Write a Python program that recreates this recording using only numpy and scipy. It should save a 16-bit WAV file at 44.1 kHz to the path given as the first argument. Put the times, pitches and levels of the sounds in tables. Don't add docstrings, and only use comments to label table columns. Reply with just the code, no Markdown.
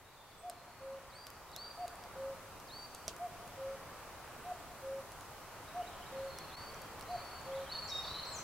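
import sys
import numpy as np
from scipy import signal
from scipy.io import wavfile
from scipy.ndimage import uniform_filter1d

SR = 44100
rng = np.random.default_rng(int(sys.argv[2]) if len(sys.argv) > 2 else 0)


def gain_from_decibels(decibels):
    exponent = np.asarray(decibels, float) / 20
    return 10 ** exponent


def output_pcm(signal):
    pcm = np.clip(np.atleast_2d(signal).T, -1, 1) * 32767
    wavfile.write(sys.argv[1], SR, np.round(pcm).astype(np.int16))


N = 371763

# (frequency [Hz], density [dB per Hz])
AIR_SPECTRUM = [(12, -10), (25, -3.5), (60, -1.5), (110, 1.5), (170, -5.5), (300, -6), (450, -3.5),
                (750, -1.5), (1200, -1), (1700, -8.5), (2400, -12), (3400, -17.5), (7000, -21.5),
                (15500, -25)]
# (frequency [Hz], side minus centre [dB])
AIR_WIDTH = [(25, 1), (45, -5), (100, -18), (200, -7.5), (380, -9), (700, -12.5), (1290, -15.5),
             (2380, -5.5), (4400, 0.5), (15000, 1.8)]
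# (frequency [Hz], share of the swell [0-1])
ROAD_SHARE = [(30, .4), (130, .8), (300, .25), (1200, 1), (3000, .72), (7000, .05)]
# (time [s], level [dB])
TRAFFIC = [(0, -.8), (1, .8), (1.4, -.3), (2.1, .3), (2.8, -2.4), (3.6, .4), (4.3, .3), (5.1, -1.6),
           (5.8, .6), (6.5, 1.6), (7.3, 1.4), (8.1, 2.8), (8.43, 3.6)]

# (delay [s], level [dB])
TRUNK_ECHOES = [(.032, -16), (.088, -13.5), (.205, -15.5), (.46, -22)]
# (frequency [Hz], time to fall 60 dB [s])
WOOD_DECAY = [(300, 1.5), (1000, 1.3), (3500, .9), (4700, 1.25), (9000, .6)]

# (start [s], end [s], start pitch [Hz], end pitch [Hz], level [dB])
CLEAR_NOTES = [ (.039, .13, 3690, 4130, -71), (.096, .161, 4800, 4380, -73), (.28, .48, 3500, 3410, -72),
               (.25, .297, 4480, 4500, -74), (1.48, 1.545, 3750, 3950, -68), (6.346, 6.42, 3450, 3424, -66),
               (6.722, 6.8, 3270, 3230, -69), (7.658, 7.702, 3300, 3000, -59),
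               (7.83, 7.92, 7325, 7340, -61.5), (7.895, 7.912, 4100, 3800, -53),
               (7.908, 8.012, 3765, 3740, -43.5), (8.282, 8.297, 8300, 8700, -63),
               (8.32, 8.34, 7600, 7520, -56), (8.334, 8.361, 7100, 6760, -53.5),
               (8.355, 8.38, 6500, 6000, -52), (8.38, 8.394, 5750, 5680, -51),
               (8.379, 8.42, 7600, 7600, -60), ]
# (start [s], end [s], start pitch [Hz], end pitch [Hz], level [dB])
BURRED_NOTES = [ (.161, .24, 3600, 3520, -68), (6.15, 6.206, 4270, 4170, -65),
                (6.259, 6.495, 4320, 4234, -59.5), (7.042, 7.238, 4100, 4170, -63),
                (7.065, 7.42, 4530, 4450, -60), (7.509, 7.575, 2970, 4120, -61),
                (7.688, 7.72, 3720, 4270, -54.5), (7.72, 7.784, 3650, 3850, -58),
                (7.7, 7.77, 2980, 2900, -62), (8.01, 8.04, 5380, 5250, -64),
                (8.029, 8.107, 4450, 4540, -52), (8.099, 8.158, 3880, 4040, -50),
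                (8.308, 8.357, 4160, 4220, -54), (8.26, 8.323, 7800, 8150, -62),
                (8.385, 8.428, 6100, 6400, -57), (7.876, 7.887, 6700, 5400, -53), ]
# (start [s], end [s], start pitch [Hz], end pitch [Hz], level [dB])
TRILLED_NOTES = [ (.504, .62, 4300, 4140, -70.5), (.675, .743, 4510, 4300, -70.5),
                 (7.708, 7.81, 4390, 4410, -46), (7.81, 7.895, 4330, 4480, -51.5),
                 (8.035, 8.107, 3700, 3860, -52), (8.145, 8.225, 4030, 4190, -49.5),
                 (8.22, 8.307, 4220, 4160, -52), (8.133, 8.24, 3080, 3020, -61.5),
                 (7.883, 7.925, 5400, 5300, -54), ]
# (start [s], end [s], start pitch [Hz], end pitch [Hz], level [dB])
BUZZED_NOTES = [(5.9, 6.005, 3310, 2890, -67), (6.077, 6.251, 3010, 4190, -70),
                (7.559, 7.64, 3470, 4100, -63), (7.888, 7.93, 5950, 5750, -57),
                (8.246, 8.262, 6600, 4600, -58), (8.01, 8.36, 4000, 4300, -58),
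                (.31, .325, 4800, 3300, -66)]
# (start [s], start pitch [Hz], level [dB])
CHIRPS = [(5.672, 3490, -62), (5.815, 2720, -60), (5.864, 3550, -58.5), (6.015, 2790, -60),
          (6.055, 3490, -62.5)]

# (lowest point [s], hold [s], lowest pitch [Hz], held pitch [Hz], level [dB])
WHISTLES = [
    (1.126, .16, 3700, 4750, -55.5),
    (1.555, .17, 3400, 4680, -47.5),
    (2.702, .168, 3550, 4625, -49.5),
    (6.515, .2, 3220, 4540, -51.5),
]
# (start [s], top pitch [Hz], level [dB])
PEEPS = [
    (.37, 8250, -64),
    (1.13, 8450, -66),
]
# (time [s], pitch from top [Hz], level [dB])
PEEP_SHAPE = [(0, -390, -13), (.025, 0, 0), (.045, -340, -6), (.06, -60, -11)]

# (start [s], upper note level [dB], its closing accent [dB], lower note level [dB],
# upper note tuning [factor])
SONGS = [
    (.422, -44.5, -3, -45.5, 1.001),
    (1.772, -41.5, 3, -41.3, 1.002),
    (3.189, -38.5, -6, -41.5, .995),
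    (4.44, -43.5, 9, -41, 1.015),
    (5.736, -39, 0, -42, 1.003),
    (7.079, -40.5, 4, -40.8, 1.004),
]
# (share of the note [0-1], pitch [Hz])
UPPER_PITCH = [(0, 645), (.15, 688), (.35, 712), (.6, 724), (.85, 700), (1, 685)]
# (share of the note [0-1], pitch [Hz])
LOWER_PITCH = [(0, 530), (.15, 536.5), (.5, 539), (.8, 543), (1, 540)]

# (time [s], peak level [dB], lower ring [Hz], upper ring [Hz], upper ring level [dB])
DRIPS = [(.4978, -30.5, 4800, 8300, 0), (1.268, -33, 5400, 9250, -4.5), (1.3024, -42, 5270, 12100, -2),
         (1.3653, -50, 4800, 10000, -9), (1.5164, -46, 4820, 9180, -7), (1.5629, -30, 5430, 11700, -4),
         (1.8793, -37, 6800, 10560, -3), (1.9555, -46, 5530, 8930, -1), (2.038, -41, 7140, 8370, -1),
         (2.6, -41, 5500, 12000, 1), (2.9478, -31, 6450, 8570, -5), (3.0797, -22.5, 5900, 7200, -8),
         (3.1642, -38.5, 6020, 9840, -2), (3.4767, -43, 6770, 9980, 1), (5.119, -37.5, 5920, 10000, -3),
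         (5.2086, -40, 7050, 10400, -5), (6.386, -33, 5700, 9160, -6), (6.7431, -40.5, 5840, 9550, -11),
         (6.8183, -40, 6810, 12040, 3), (6.995, -43, 5210, 10200, -3), (7.01, -34.5, 6040, 9440, 1),
         (7.025, -42, 5420, 12500, -12), (7.414, -47, 7100, 9160, -15)]
# (frequency [Hz], level [dB], time to fall 60 dB [s])
LEAF_THUD = [(660, -11, 0.045), (1400, -5, 0.0041), (3400, -6, 0.0053), (4510, -17, 0.043)]

# (centre [s], level [dB])
GUSTS = [
    (1.42, -73),
    (3.501, -62),
    (5.15, -60),
    (7.15, -56.5),
    (8.398, -69),
]
INSECT_STARTS = [1.35, 3.93, 4.359, 5.34, 5.94, 7.9]

AIR_DB = -52.5
FADE_DB, FADE_S, CREEP_DB_PER_S = -6, 2.3, .3

TRILL_HZ, THROB_HZ, THROB_DB = 165, 29, 4.5
CLEAR_HZ, BURR_HZ, TRILLED_HZ, BUZZ_HZ = 16, 62, 118, 300
ROUGH_HZ, ROUGH_SHARE = 14, .26
GRAIN_PER_HZ = .005
NEAR_DB, BLUR = -55, .3
CHIRP_S, CHIRP_RISE = .022, 1.16
HIGH_SINGER_HZ = 5000
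LOW_PAN_DB, HIGH_PAN_DB, DRIP_PAN_DB = -0.5, 6, -2
SMALL_BIRD_ECHO_DB = -10
WHISTLE_WET_DB, LOW_WET_DB, HIGH_WET_DB = -10, -9, -3

LEAD_S, LEAD_DB, DROP_HZ_PER_S = .032, -10, 53000
CLIMB_S, CREEP_HZ_PER_S = .025, 30
DB_PER_KHZ, TIRE_DB_PER_S = -10, -38
FLUTTER_HZ, FLUTTER_DB = 34, 2.3

# length [s], start level [dB], rise [s], ending [s]
UPPER_SHAPE, LOWER_SHAPE = (.088, -22, .014, .012), (.198, -15, .028, .025)
WAIT_S, LOWER_END_DB = .377, -10.5
UPPER_WET_DB, LOWER_WET_DB = -14.5, -20

RUSTLE_DB, HEAVY_DB, RUSTLE_GROWTH = -21.5, -30, .8
THUD_DB = -10
INSECT_HZ, INSECT_DB, INSECT_S = 12720, -79, .11
CUT_S, CUT_WIDTH_S, CUT_DB = 6.562, .005, -9
EDGE_HZ = 15830


def read(points, hz):
    f, value = np.transpose(points)
    return np.interp(np.log(hz + 1), np.log(f + 1), value)


def evened(x):
    return x / np.sqrt(np.mean(x ** 2) + 1e-20)


def add(mix, s, sound):
    part = mix[..., round(s * SR):][..., :sound.shape[-1]]
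    part += sound[..., :part.shape[-1]]


def sung(hz, db):
    hz, db = (uniform_filter1d(c, size=150, mode="nearest") for c in (hz, db))
    tone = np.sin(2 * np.pi * np.cumsum(hz) / SR)
    return np.sqrt(2) * gain_from_decibels(db) * tone * signal.windows.tukey(len(hz), .12)


def panned(x, pan_db):
    return np.array([x * gain_from_decibels(pan_db / 2), x * gain_from_decibels(-pan_db / 2)])


def wood(x, wet_db, echo_db, same):
    taps = np.zeros((2, SR))
    at = np.arange(600, SR - 20, 20) + rng.integers(0, 20, (2, (SR - 601) // 20))
    np.put_along_axis(taps, at, rng.choice([-1., 1.], at.shape), 1)
    hz, t, z = signal.stft(taps, SR, nperseg=256)
    decay = gain_from_decibels(-60 * t / read(WOOD_DECAY, hz)[:, None])
    mid, side = signal.istft(z * decay, SR, nperseg=256)[1]
    side = side * np.sqrt(1 - np.clip(same, 0, 1))
    tail = gain_from_decibels(wet_db) * np.array([mid + side, mid - side]) / np.linalg.norm(mid)
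    for delay, db in TRUNK_ECHOES:
        tail[:, round(delay * SR)] += gain_from_decibels(db + echo_db)
    return signal.fftconvolve(x[None], tail, axes=1)[:, :N]


def air():
    frames, hz = N // 256 + 5, np.fft.rfftfreq(1024, 1 / SR)
    a, b, c, d, patches = rng.standard_normal((frames, 513, 5)).T
    patches = evened(uniform_filter1d(uniform_filter1d(patches, 10, 0), 20, 1))
    t = np.arange(frames) * 256 / SR
    fade = FADE_DB * np.maximum(1 - t / FADE_S, 0) + CREEP_DB_PER_S * t
    db = read(AIR_SPECTRUM, hz)[:, None] + 0.67 * patches
    mid = (a + 1j * b) * gain_from_decibels(db)
    side = (c + 1j * d) * gain_from_decibels(db + read(AIR_WIDTH, hz)[:, None])
    scale = gain_from_decibels(AIR_DB) / np.std(signal.istft(mid, nperseg=1024, noverlap=768)[1])
    traffic = np.interp(t, *np.transpose(TRAFFIC))
    swell = gain_from_decibels(fade + np.outer(read(ROAD_SHARE, hz), traffic))
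    stereo = swell * np.array([mid + side, mid - side])
    return scale * signal.istft(stereo, nperseg=1024, noverlap=768)[1][:, :N]


def far_notes():
    chirps = [(s, s + CHIRP_S, hz, hz * CHIRP_RISE, db) for s, hz, db in CHIRPS]
    voices = [(CLEAR_NOTES + chirps, CLEAR_HZ), (BURRED_NOTES, BURR_HZ),
              (TRILLED_NOTES, TRILLED_HZ), (BUZZED_NOTES, BUZZ_HZ)]
    return [(*row, trill) for rows, trill in voices for row in rows]


def far_singers():
    notes = far_notes()
    dry, wet = np.zeros((2, N)), np.zeros((2, N))
    phases = rng.random((len(notes), 2))
    wobble = rng.standard_normal(N)
    wobble = evened(uniform_filter1d(uniform_filter1d(wobble, size=120), size=120))
    for (s0, s1, hz0, hz1, db, trill), (beat_phase, tone_phase) in zip(notes, phases):
        t = np.arange(s0, s1, 1 / SR)
        beat = 2 * np.pi * (TRILL_HZ * t + beat_phase)
        rough = (ROUGH_HZ + ROUGH_SHARE * trill) * wobble[round(s0 * SR):][:len(t)]
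        hz = np.linspace(hz0, hz1, len(t)) + trill * np.sin(beat) + rough
        tone = np.sin(2 * np.pi * (np.cumsum(hz) / SR + tone_phase))
        grain = 1 + np.clip(GRAIN_PER_HZ * trill, 0, .9) * np.cos(beat)
        throb = gain_from_decibels(THROB_DB * np.cos(2 * np.pi * THROB_HZ * (t - s0 - .016)))
        note = np.sqrt(2) * gain_from_decibels(db) * grain * throb * tone * signal.windows.tukey(len(t), .3)
        far_db = np.clip(BLUR * (NEAR_DB - db), 0, 6)
        singer = int(hz0 > HIGH_SINGER_HZ)
        add(dry[singer], s0, note * gain_from_decibels(-far_db))
        add(wet[singer], s0, note * gain_from_decibels(far_db))
    direct = panned(dry[0], LOW_PAN_DB) + panned(dry[1], HIGH_PAN_DB)
    low_wood = wood(wet[0], LOW_WET_DB, SMALL_BIRD_ECHO_DB, same=0.18)
    high_wood = wood(wet[1], HIGH_WET_DB, SMALL_BIRD_ECHO_DB, same=.2)
    return direct + low_wood + high_wood


def whistler():
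    out = np.zeros(N)
    for s, hold, low_hz, held_hz, db in WHISTLES:
        t = np.arange(-LEAD_S, hold, 1 / SR)
        short = (held_hz - low_hz) * np.exp(-np.maximum(t, 0) / CLIMB_S)
        climb = held_hz - short + CREEP_HZ_PER_S * t
        hz = np.where(t < 0, low_hz - DROP_HZ_PER_S * t, climb)
        dip_db = DB_PER_KHZ * short / 1000
        lead_db = np.interp(t, [-LEAD_S / 2, 0], [LEAD_DB, dip_db[0]])
        flutter_db = FLUTTER_DB * np.sin(2 * np.pi * FLUTTER_HZ * t)
        held_db = dip_db + TIRE_DB_PER_S * t + flutter_db
        add(out, s - LEAD_S, sung(hz, db + np.where(t < 0, lead_db, held_db)))
    s, bend, shape_db = np.transpose(PEEP_SHAPE)
    t = np.arange(0, s[-1], 1 / SR)
    for start, hz, db in PEEPS:
        add(out, start, sung(hz + np.interp(t, s, bend), db + np.interp(t, s, shape_db)))
    return out + wood(out, WHISTLE_WET_DB, SMALL_BIRD_ECHO_DB, same=0.54)


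def cuckoo_note(pitch, shape, tuning, db, end_db):
    length, start_db, rise, fall = shape
    t = np.arange(0, length, 1 / SR)
    level = db + start_db * np.exp(-t / rise) + end_db * np.exp((t - length) / fall)
    return sung(tuning * np.interp(t / length, *np.transpose(pitch)), level)


def cuckoo():
    upper, lower = np.zeros((2, N))
    for s, upper_db, accent_db, lower_db, tuning in SONGS:
        add(upper, s, cuckoo_note(UPPER_PITCH, UPPER_SHAPE, tuning, upper_db, accent_db))
        add(lower, s + WAIT_S, cuckoo_note(LOWER_PITCH, LOWER_SHAPE, 1, lower_db, LOWER_END_DB))
    upper_wood = wood(upper, UPPER_WET_DB, echo_db=-1.5, same=0.94)
    lower_wood = wood(lower, LOWER_WET_DB, echo_db=-12, same=1.0)
    return upper + lower + upper_wood + lower_wood


def drips():
    out, t = np.zeros((2, N)), np.arange(3500) / SR
    crack, left, right = rng.standard_normal((len(DRIPS), 3, len(t))).transpose(1, 0, 2)
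    bright = signal.butter(2, [2600, 7500], "bandpass", fs=SR)
    sharp = signal.butter(1, [2500, 11000], "bandpass", fs=SR)
    thud = sum(gain_from_decibels(db - 60 * t / t60) * np.sin(2 * np.pi * hz * t) for hz, db, t60 in LEAF_THUD)
    shape = np.minimum(t / .00025, 1) * gain_from_decibels(-60 * t / .006)
    for k, (s, peak_db, low_hz, high_hz, high_db) in enumerate(DRIPS):
        growth_db = RUSTLE_GROWTH * max(peak_db - HEAVY_DB, 0)
        high = np.clip(gain_from_decibels(high_db), 0, .95)
        low_ring = np.sqrt(1 - high ** 2) * np.sin(2 * np.pi * low_hz * t)
        high_ring = high * np.sin(2 * np.pi * high_hz * t)
        snap = shape * (low_ring + high_ring + 1.8 * high * signal.lfilter(*sharp, crack[k]))
        hit = snap / abs(snap).max() + gain_from_decibels(THUD_DB + growth_db) * thud
        rustle = signal.lfilter(*bright, [left[k] + 0.53 * right[k], left[k] - 0.95 * right[k]])
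        rustle = rustle * np.minimum(t / 0.00073, 1) * gain_from_decibels(RUSTLE_DB + growth_db - 60 * t / 0.12)
        add(out, s + 0.00033, gain_from_decibels(peak_db) * (panned(hit, DRIP_PAN_DB) + rustle))
    return out


def gusts():
    out, noise = np.zeros((2, N)), rng.standard_normal((len(GUSTS), 2, 7000))
    low = signal.butter(2, [22, 85], "bandpass", fs=SR, output="sos")
    for (s, db), (a, b) in zip(GUSTS, noise):
        rumble = evened(signal.sosfilt(low, [a + 0.49 * b, a - .6 * b]))
        add(out, s - .08, gain_from_decibels(db) * rumble * np.hanning(len(a)))
    return out


def insect():
    out, t = np.zeros(N), np.arange(0, INSECT_S, 1 / SR)
    tone = np.sqrt(2) * np.sin(2 * np.pi * INSECT_HZ * t)
    buzz = gain_from_decibels(INSECT_DB) * tone * signal.windows.tukey(len(t), .5)
    for s in INSECT_STARTS:
        add(out, s, buzz)
    return out


def scene():
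    return air() + far_singers() + whistler() + cuckoo() + drips() + gusts() + insect()


def low_pass(x):
    return signal.sosfilt(signal.butter(12, 16720, fs=SR, output="sos"), x)


def record(dry):
    t = np.arange(N) / SR
    dip = gain_from_decibels(CUT_DB * np.exp(-((t - CUT_S) / CUT_WIDTH_S) ** 2))
    edge = signal.firwin(1501, EDGE_HZ, window=("kaiser", 9), fs=SR)
    mix = signal.oaconvolve(dry * dip, edge[None], "same")
    return low_pass(mix)


dry = scene()
out = record(dry)
output_pcm(out)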